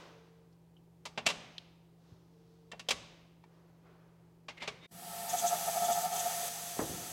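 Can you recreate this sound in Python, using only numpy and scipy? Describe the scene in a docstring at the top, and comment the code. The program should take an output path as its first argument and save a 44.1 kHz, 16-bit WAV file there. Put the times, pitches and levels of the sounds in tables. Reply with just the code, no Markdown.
"""Metal flashlights are laid on the plastic rack of an open salt spray chamber: struck modes over wall clatter.
Room, soft rustling, clicks and scrapes accompany them; motor tones and air noise make the workshop hum.
Then the atomiser starts: turbulent noise hisses, coloured by narrow resonances, droplets sizzle,
and gulps of brine ring the spray tower. Low thuds, strongest late on, are decaying lowpassed noise."""
import sys
import numpy as np
from scipy import signal
from scipy.io import wavfile
from scipy.ndimage import uniform_filter1d

SR = 44100
rng = np.random.default_rng(int(sys.argv[2]) if len(sys.argv) > 2 else 0)


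def output_pcm(signal):
    """Save a mono or channel-first signal as 16-bit PCM at the path in sys.argv[1].

    Samples are clipped to [-1, 1] before scaling.
    """
    pcm = np.clip(np.atleast_2d(signal).T, -1, 1) * 32767
    wavfile.write(sys.argv[1], SR, np.round(pcm).astype(np.int16))


N = 313992
T = np.arange(N) / SR
SPRAY_STARTS_S = 4.917


def from_db(db):
    """Decibels to gain."""
    return 10 ** (np.asarray(db) / 20)


def rms_one(x):
    """Scale to unit power."""
    return x / np.sqrt(np.mean(x ** 2) + 1e-20)


def at_hz(points, hz):
    """Read a table on a log-frequency axis."""
    f, value = np.transpose(points)
    return np.interp(np.log(hz), np.log(f), value)


def butter(x, hz, kind, order=2):
    """Causal Butterworth filter."""
    sos = signal.butter(order, np.clip(hz, 10, .48 * SR), kind, fs=SR, output="sos")
    return signal.sosfilt(sos, x)


def noise_bands(spectrum, size):
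    """Third-octave-wide noises that add up to unit power: (centres, bands)."""
    edges = np.geomspace(22, 17000, 29)
    centres = np.sqrt(edges[1:] * edges[:-1])
    # neighbouring bands draw on different noises; the first quarter second is filter settling
    white = rng.standard_normal((2, size + SR // 4))
    bands = []
    for k, hz in enumerate(centres):
        band = butter(white[k % 2], edges[k:k + 2], "band")[-size:]
        bands.append(from_db(at_hz(spectrum, hz)) * band)
    bands = np.array(bands)
    return centres, bands / bands.sum(0).std()


def noise(spectrum, size=N):
    """Coloured noise of unit power."""
    return noise_bands(spectrum, size)[1].sum(0)


def resonant_noise(modes, even_s):
    """Turbulence ringing in (Hz, width Hz, dB) resonances, its loudness evened over even_s."""
    out = 0
    for hz, width_hz, db in modes:
        ring = butter(rng.standard_normal(N), [hz - width_hz / 2, hz + width_hz / 2], "band", order=1)
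        ring = butter(ring, [hz - 2 * width_hz, hz + 2 * width_hz], "band", order=1)
        out = out + from_db(db) * rms_one(ring)
    power = uniform_filter1d(out ** 2, max(int(even_s * SR), 2))
    return out / np.sqrt(power + 1e-9)


def dying(t, t60_s):
    """Exponential decay, 60 dB down after t60_s."""
    return np.exp(-np.log(1000) * t / t60_s)


def ramp(s, length_s):
    """Rises from 0 to 1, centred on time s."""
    return np.clip((T - s) / length_s + .5, 0, 1)


def swells(rows):
    """Power over time of bell-shaped (s, dB, half length s) bursts."""
    return sum(from_db(db) ** 2 * np.exp(-((T - s) / half_s) ** 2) for s, db, half_s in rows)


def add(out, s, sound):
    """Mix a sound in at time s."""
    i = int(s * SR)
    out[i:i + len(sound)] += sound[:N - i]


# steady motor tones: (frequency [Hz], relative level [dB])
HUM_TONES = [(75.4, -77), (118.4, -70.5), (166.9, -61), (355.3, -80), (414.5, -88.5)]
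# higher motor tone that comes and goes: (start [s], end [s], level [dB])
WHINES = [(0.057, 0.488, -68), (2.307, 2.764, -69.5), (6.403, 6.667, -67.5)]
WHINE_HZ, WHINE_FADE_S = 452, 0.1
# still air: (frequency [Hz], relative density [dB per Hz])
AIR_COLOUR = [(25, -14), (45, -2.5), (68, 4), (95, -7), (140, 8), (200, -13), (250, 0.5), (380, 4),
              (550, -5.5), (850, -7), (1300, -18), (4000, -23.5), (9000, -28), (15500, -29)]


def workshop(air_db, hum_db, waver_rad):
    """Motor tones with slightly wavering phase over still air."""
    tones = [(hz, from_db(db + hum_db)) for hz, db in HUM_TONES]
    whine = 0
    for start_s, end_s, db in WHINES:
        whine = whine + from_db(db) * ramp(start_s, WHINE_FADE_S) * (1 - ramp(end_s, WHINE_FADE_S))
    hum = 0
    for hz, gain in tones + [(WHINE_HZ, whine)]:
        phase_rad = waver_rad * rms_one(butter(rng.standard_normal(N + SR), 8.5, "low")[SR:])
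        hum = hum + gain * np.sqrt(2) * np.sin(2 * np.pi * hz * T + phase_rad)
    return hum + from_db(air_db) * noise(AIR_COLOUR)


# room decay: (frequency [Hz], t60 [s])
ROOM_T60 = [(100, 0.89), (500, 1), (1500, 1), (3200, 0.93), (6000, 0.71), (11000, 0.18), (16000, .3)]
# crowd of short-lived wall modes: (frequency [Hz], relative density [dB per Hz])
CLATTER_COLOUR = [(80, -22.5), (200, -4), (330, -15), (550, -2), (1100, -3), (1550, -7), (2100, -2.5),
                  (3200, 0.5), (4400, -2), (6800, -4.5), (10000, -14), (15500, -22.5)]


def room_tail(spectrum):
    """One second of diffuse sound dying band by band."""
    centres, bands = noise_bands(spectrum, SR)
    return (bands * dying(T[:SR], at_hz(ROOM_T60, centres)[:, None])).sum(0)


def earlier_knock(level_db, top_hz):
    """The room still rings from a flashlight put down a moment before."""
    out = np.zeros(N)
    add(out, 0, from_db(level_db) * butter(room_tail(CLATTER_COLOUR), top_hz, "low", order=1))
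    return out


# soft rustling swells; the first is the ring of an earlier knock dying away:
# (peak time [s], level [dB], rise [s], release t60 [s], swish re rustle [dB])
RUSTLES = [(.02, -55.5, 0.057, 1.18, -12), (2.11, -71.5, 0.11, 1.1, -5), (2.55, -81, 0.22, 2.5, -1),
           (3.55, -70, .08, 3.2, -15.5), (3.87, -66.5, .025, 1.6, -33.5), (4.62, -67, 0.058, 0.78, -19.5),
           (4.85, -63, 0.029, 1.0, -13)]
# low part of the swells: (frequency [Hz], relative density [dB per Hz])
RUSTLE_COLOUR = [(150, -11), (400, 10), (800, 4), (1200, 3), (1600, -1.5), (2700, -8.5), (3400, -13),
                 (5500, -19), (8000, -36.5), (15000, -31.5)]
# airy swish: (frequency [Hz], relative density [dB per Hz])
SWISH_COLOUR = [(1500, -26), (2500, -4), (4000, 1.5), (5800, -2), (7500, -13), (15000, -30)]


def rustles():
    """Soft noise swells, each rising to a peak and dying away, with an airy swish on top."""
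    out, rustle, swish = 0, noise(RUSTLE_COLOUR), noise(SWISH_COLOUR)
    for s, db, rise_s, t60_s, swish_db in RUSTLES:
        rise = np.exp(-(np.minimum(T - s, 0) / rise_s) ** 2)
        swell = rise * dying(np.maximum(T - s, 0), t60_s)
        out = out + from_db(db) * swell * (rustle + from_db(swish_db) * swish)
    return out


# clicks and chinks of metal in the hand: (time [s], level [dB], pitch [Hz], relative width [1], t60 [s])
TICKS = [(.526, -71, 4600, 0.23, .05), (.766, -63, 3000, 0.055, .06), (1.581, -33, 3420, 0.22, 0.022),
         (3.439, -46, 910, .15, 0.024)]


def ticks():
    """Short clicks of metal on metal: decaying narrow-band noise."""
    out, t = np.zeros(N), T[:SR // 5]
    for s, db, hz, width, t60_s in TICKS:
        click = butter(rng.standard_normal(len(t)), [hz / (1 + width), hz * (1 + width)], "band")
        add(out, s, from_db(db) * rms_one(click) * dying(t, t60_s))
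    return out


# room response: (frequency [Hz], relative level [dB])
ROOM_COLOUR = [(100, 12.5), (500, 0), (1200, -1.5), (3000, -6), (6000, -4.5), (15000, -12.5)]


def room(x, build_s):
    """The workshop stores each band's energy and gives it back as smooth, diffuse sound."""
    out = 0
    centres, bands = noise_bands(ROOM_COLOUR, N)
    half_band = np.sqrt(centres[1] / centres[0])
    build = np.exp(-1 / (build_s * SR))
    for hz, band in zip(centres, bands):
        power = butter(x + 1e-18, [hz / half_band, hz * half_band], "band") ** 2
        keep = dying(1 / SR, at_hz(ROOM_T60, hz)) ** 2   # share of energy kept per sample
        stored = signal.lfilter([(1 - keep) * (1 - build)], [1, -keep - build, keep * build], power)
        out = out + from_db(at_hz(ROOM_COLOUR, hz)) * np.sqrt(np.abs(stored)) * rms_one(band)
    return out


def spot(x, hz, gain_db, width):
    """The touched part of the rack lifts a narrow band of its own."""
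    return x + from_db(gain_db) * butter(x, [hz / (1 + width), hz * (1 + width)], "band", order=1)


# flashlight touches rack:
# (time [s], relative level [dB], contact brightness [Hz], clatter t60 at 2 kHz [s], spot resonance [Hz])
KNOCKS = [(1.053, -38.5, 6500, 0.085, 950), (1.175, -27, 1702, 0.084, 810), (1.257, -39, 3500, .06, 3420),
          (1.263, -20, 7300, 0.056, 2600), (1.285, -34, 6000, 0.11, 3000), (1.299, -31, 4500, .08, 1180),
          (2.716, -40.5, 4500, 0.046, 1790), (2.73, -36, 700, 0.08, 600), (2.794, -43, 6500, 0.068, 2760),
          (2.886, -28, 9000, 0.063, 3350), (2.906, -24.5, 7400, 0.071, 603),
          (3.438, -56.5, 2590, 0.037, 1000), (4.483, -38, 2450, 0.11, 2220), (4.619, -40, 2400, 0.2, 2160),
          (4.675, -30.5, 3000, 0.083, 423)]
# rack and tub modes: (frequency [Hz], mean relative level [dB], t60 [s])
RACK_MODES = [(236.8, -21.5, 0.39), (420.7, -15, 0.18), (591, -0.5, 0.053), (790, -12.5, .06),
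              (1009, -14, 0.087), (1127, -13, 0.19), (1329, -7, 0.036), (1815, -5, .06),
              (2286, -0.5, 0.075), (2455, 1, 0.035), (2720, -1, 0.11), (3090, -3, 0.078), (3210, -5, 0.053),
              (3440, -11.5, .11), (4600, -18, 0.19), (5420, -5.5, 0.082), (5800, -15, .06),
              (7390, 0, 0.056)]
KNOCK_RISE_S = 0.0022   # time constant


def knocks(modes_db, clatter_db, scatter_db, damping):
    """Each touch rings the rack's modes over a clatter of wall modes whose treble dies first."""
    out, t = np.zeros(N), T[:SR // 2]
    hz, mode_db, mode_t60_s = np.transpose(RACK_MODES)[:, :, None]
    for s, db, bright_hz, t60_s, spot_hz in KNOCKS:
        centres, bands = noise_bands(CLATTER_COLOUR, len(t))
        band_t60_s = t60_s * (centres[:, None] / 2000) ** -damping
        clatter = (bands * dying(t, band_t60_s)).sum(0)
        # the point of contact sets each mode's strength and sign
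        strength = from_db(mode_db + scatter_db * rng.standard_normal(hz.shape))
        strength = strength * rng.choice([-1, 1], hz.shape)
        ring = (strength * np.sin(2 * np.pi * hz * t) * dying(t, mode_t60_s)).sum(0)
        hit = from_db(clatter_db) * clatter + from_db(modes_db) * ring
        hit = hit * (1 - np.exp(-t / KNOCK_RISE_S))
        # softer contacts roll off the top
        hit = butter(hit, bright_hz, "low", order=1)
        hit = butter(hit, 2.7 * bright_hz, "low", order=1)
        add(out, s, from_db(db) * spot(hit, spot_hz, gain_db=2.5, width=0.043))
    return out


# low thuds: cabinet bumps, the rumble under a knock, and a bump's dying tail:
# (time [s], level [dB], top [Hz], t60 [s])
THUDS = [(2.118, -52.5, 72, 0.14), (2.91, -53, 110, 0.77), (6.766, -46, 600, 0.12),
         (6.790, -29, 1600, 0.12), (6.813, -34.5, 520, 0.23), (6.892, -43.5, 387, 0.85)]
# thud noise: (frequency [Hz], relative density [dB per Hz])
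THUD_COLOUR = [(25, -24), (45, -14), (70, 1.5), (170, 2), (330, 4), (480, 3.5), (1000, 0), (2400, -9),
               (3500, -29), (9000, -37)]


def thuds(lowest_hz):
    """Lowpassed noise dying away, as of low panel modes; each thud has its own top and decay."""
    out, t = np.zeros(N), T[:SR]
    for s, db, top_hz, t60_s in THUDS:
        thud = rms_one(butter(noise(THUD_COLOUR, len(t)), top_hz, "low"))
        add(out, s, from_db(db) * thud * dying(t, t60_s))
    return butter(out, lowest_hz, "high")


# flashlight judders along a rack bar: (time [s], level [dB], half length [s])
SCRAPES = [(4.582, -50.5, 0.0064), (4.612, -48.5, 0.0073), (4.632, -44, 0.011), (4.69, -60, 0.064),
           (4.848, -57.5, 0.02)]
# rubbed rack bar: (frequency [Hz], width [Hz], relative level [dB])
SLIDE_MODES = [(2140, 180, 9), (2600, 990, 10), (3640, 140, -11), (1390, 600, -14), (600, 1000, -7),
               (295, 190, -1)]
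# squeak as it is pushed home: (time [s], level [dB], half length [s]); (frequency [Hz], width [Hz], level [dB])
SQUEAK, SQUEAK_MODE = (4.85, -59.5, 0.024), (3660, 110, 0)


def scrapes():
    """Friction rings the rack bar in short judders and ends in a small squeak."""
    judders = np.sqrt(swells(SCRAPES)) * resonant_noise(SLIDE_MODES, even_s=0.0086)
    squeak = np.sqrt(swells([SQUEAK])) * resonant_noise([SQUEAK_MODE], even_s=0.0077)
    return judders + squeak


PRESSURE_START_DB, PRESSURE_BUILD_S = -16.5, 0.15   # build is a time constant
AT_RACK_S, EASING_DB_PER_S = 6.488, -4   # from here on heard from down at the rack


def pressure(at_rack_db):
    """Air supply strength as heard: it builds, holds, then is softer from down at the rack and eases off."""
    build_db = PRESSURE_START_DB * np.exp(-np.maximum(T - SPRAY_STARTS_S, 0) / PRESSURE_BUILD_S)
    easing_db = EASING_DB_PER_S * np.maximum(T - AT_RACK_S, 0)
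    return from_db(build_db + at_rack_db * ramp(AT_RACK_S, 0.007) + easing_db)


# air jet hiss: (frequency [Hz], relative density [dB per Hz])
JET_COLOUR = [(50, -12), (110, -9), (220, 3), (320, -24), (550, 5.5), (1050, 2), (1500, 3), (2200, 2),
              (3200, 2), (4500, 4.5), (6500, 3), (9000, 6), (13000, 6), (16000, -3.5)]
# narrow resonances that colour the hiss: (frequency [Hz], width [Hz], relative level [dB])
HISS_MODES = [(1813, 36, 5), (2586, 6, -2), (2875, 21, 0.5), (3190, 15, 1), (3463, 10.5, 1.5),
              (4760, 16, 2.5), (5630, 35, -17), (5880, 10, 5), (6160, 120, -24), (7940, 25, 9.5),
              (8400, 66, 1), (10330, 640, 1)]
# droplet sizzle: (frequency [Hz], width [Hz], relative level [dB])
SIZZLE_MODES = [(6300, 650, 3.5), (6270, 150, -2), (6880, 250, -2), (7660, 320, 0.5), (3440, 390, -4.5)]
# spits of brine tearing into droplets: (time [s], relative level [dB], half length [s])
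SPITS = [(5.302, -37, 0.0079), (5.335, -40, 0.0048), (5.392, -33.5, .013), (5.48, -31.5, .013),
         (5.853, -36.5, 0.0096), (5.928, -35, 0.01), (6.13, -42, 0.0046), (6.165, -35.5, 0.0042),
         (6.2, -34.5, 0.0085), (6.26, -45, .012)]
BRINE_ARRIVES_S, WETTING_S, DRY_JET_DB = 5.29, 0.0099, -2.5   # the jet is weaker until brine arrives
CHOKE_S, CHOKE_HALF_S, CHOKE_DEPTH = 6.093, 0.037, .45   # the jet falters once
RACK_JET_DB = -3
RACK_SHADE, RACK_SHADE_HZ = 0.18, (10700, 13900)   # share of the top lost at the rack, and its band


def spray(jet_db, modes_db, sizzle_db, spit_db):
    """A smooth air jet follows the pressure; once wet it grows louder and droplets sizzle in it."""
    wet = ramp(BRINE_ARRIVES_S, WETTING_S)
    choke = 1 - CHOKE_DEPTH * np.exp(-((T - CHOKE_S) / CHOKE_HALF_S) ** 2)
    air = pressure(RACK_JET_DB) * from_db(DRY_JET_DB * (1 - wet)) * choke
    colouring = resonant_noise(HISS_MODES, even_s=0.11)
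    jet = air * (from_db(jet_db) * noise(JET_COLOUR) + from_db(modes_db) * colouring)
    sizzle_power = (from_db(sizzle_db) * air * wet) ** 2
    spit_power = from_db(spit_db) ** 2 * swells(SPITS)
    droplets = np.sqrt(sizzle_power + spit_power) * resonant_noise(SIZZLE_MODES, even_s=0.021)
    hiss = jet + droplets
    shaded = butter(hiss, RACK_SHADE_HZ, "band", order=1)
    return hiss - RACK_SHADE * ramp(AT_RACK_S, .01) * shaded


# gulps of brine, about twelve a second: (time [s], relative level [dB], half length [s])
GULPS = [(5.348, -26, 0.01), (5.45, -25, 0.017), (5.531, -26.5, 0.022), (5.606, -32.5, 0.015),
         (5.686, -26, 0.01), (5.77, -28, 0.014), (5.835, -25, 0.022), (5.903, -24.5, 0.02),
         (5.975, -27, 0.02), (6.058, -28, 0.023), (6.165, -31, 0.03), (6.269, -30, 0.013)]
# air column of the spray tower: (frequency [Hz], width before blur [Hz], relative level [dB])
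TOWER_MODES = [(698.4, 8.86, 2), (730.8, 14.7, -7.5), (808, 9.2, -9.5), (887.7, 11.7, -12), (585, 69, -22),
               (427, 14, -24), (1310, 44, -11.5), (1197, 16, -22), (1785, 91, -21), (2260, 17, -21)]
RACK_TOWER_DB = -5.5   # before flow_power


def tower_ring(even_s):
    """Driven hard, each mode of the air column sings steadily, with a wandering phase."""
    ring = 0
    for hz, width_hz, db in TOWER_MODES:
        ring = ring + from_db(db) * resonant_noise([(hz, width_hz, 0)], even_s)
    return rms_one(ring)


def tower(gulp_db, flow_db, gulp_top_hz, flow_top_hz, flow_power, blur):
    """Gulps make the low modes sing; even flow, growing with pressure, only stirs them into a hollow rush."""
    ring = butter(tower_ring(even_s=0.014), gulp_top_hz, "low", order=1)
    singing = np.sqrt(swells(GULPS)) * ring
    blurred_modes = [(hz, blur * width_hz, db) for hz, width_hz, db in TOWER_MODES]
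    stirred = resonant_noise(blurred_modes, even_s=0.047)
    rush = pressure(RACK_TOWER_DB) ** flow_power * butter(stirred, flow_top_hz, "low", order=1)
    return from_db(gulp_db) * singing + from_db(flow_db) * rush


# reservoir air pockets: (frequency [Hz], width [Hz], relative level [dB])
BURP_MODES = [(182, 20.7, 3), (225, 9.5, -5.5), (355, 130, -6)]


def reservoir(steady_db, gulp_db, settle_t60_s):
    """Air pockets burble in the reservoir from the moment the valve opens, and again with each gulp."""
    burble = from_db(steady_db) * dying(np.maximum(T - SPRAY_STARTS_S, 0), settle_t60_s)
    power = burble ** 2 + from_db(gulp_db) ** 2 * swells(GULPS)
    return np.sqrt(power) * resonant_noise(BURP_MODES, even_s=0.07)


LOADING_ENDS_S = 4.861


def scene():
    """Loading, a brief hush, then spraying."""
    loading = np.interp(T, [LOADING_ENDS_S, LOADING_ENDS_S + 0.0062], [1, 0])
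    opening_s = [LOADING_ENDS_S + 0.0026, SPRAY_STARTS_S - .008, SPRAY_STARTS_S + 0.0017]
    spraying = np.interp(T, opening_s, [0, .12, 1])

    contacts = knocks(modes_db=-10.5, clatter_db=4.5, scatter_db=4.5, damping=0.058)
    contacts = contacts + ticks() + scrapes()
    handling = contacts + from_db(-10.5) * room(contacts, build_s=.005)
    handling = handling + rustles() + earlier_knock(level_db=-53.5, top_hz=1880)

    mist = spray(jet_db=-40.5, modes_db=-50.0, sizzle_db=-46, spit_db=-2.5)
    mist = mist + tower(gulp_db=-3.0, flow_db=-41, gulp_top_hz=1260, flow_top_hz=2500,
                        flow_power=1.39, blur=1.18)
    mist = mist + reservoir(steady_db=-57.5, gulp_db=-27.5, settle_t60_s=8.5)

    # the motor is louder close to the running chamber
    nearness = np.maximum(loading + from_db(2.5) * spraying, from_db(-27))
    background = workshop(air_db=-68.5, hum_db=-2.0, waver_rad=0.092) * nearness
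    return (loading * handling + spraying * mist + thuds(lowest_hz=50) + background)[None]


CUTOFF_HZ = 15900


def record(dry):
    """The top is cut steeply by an elliptic lowpass."""
    return signal.sosfilt(signal.ellip(12, .1, 70, CUTOFF_HZ, fs=SR, output="sos"), dry)


dry = scene()
out = record(dry)
output_pcm(out)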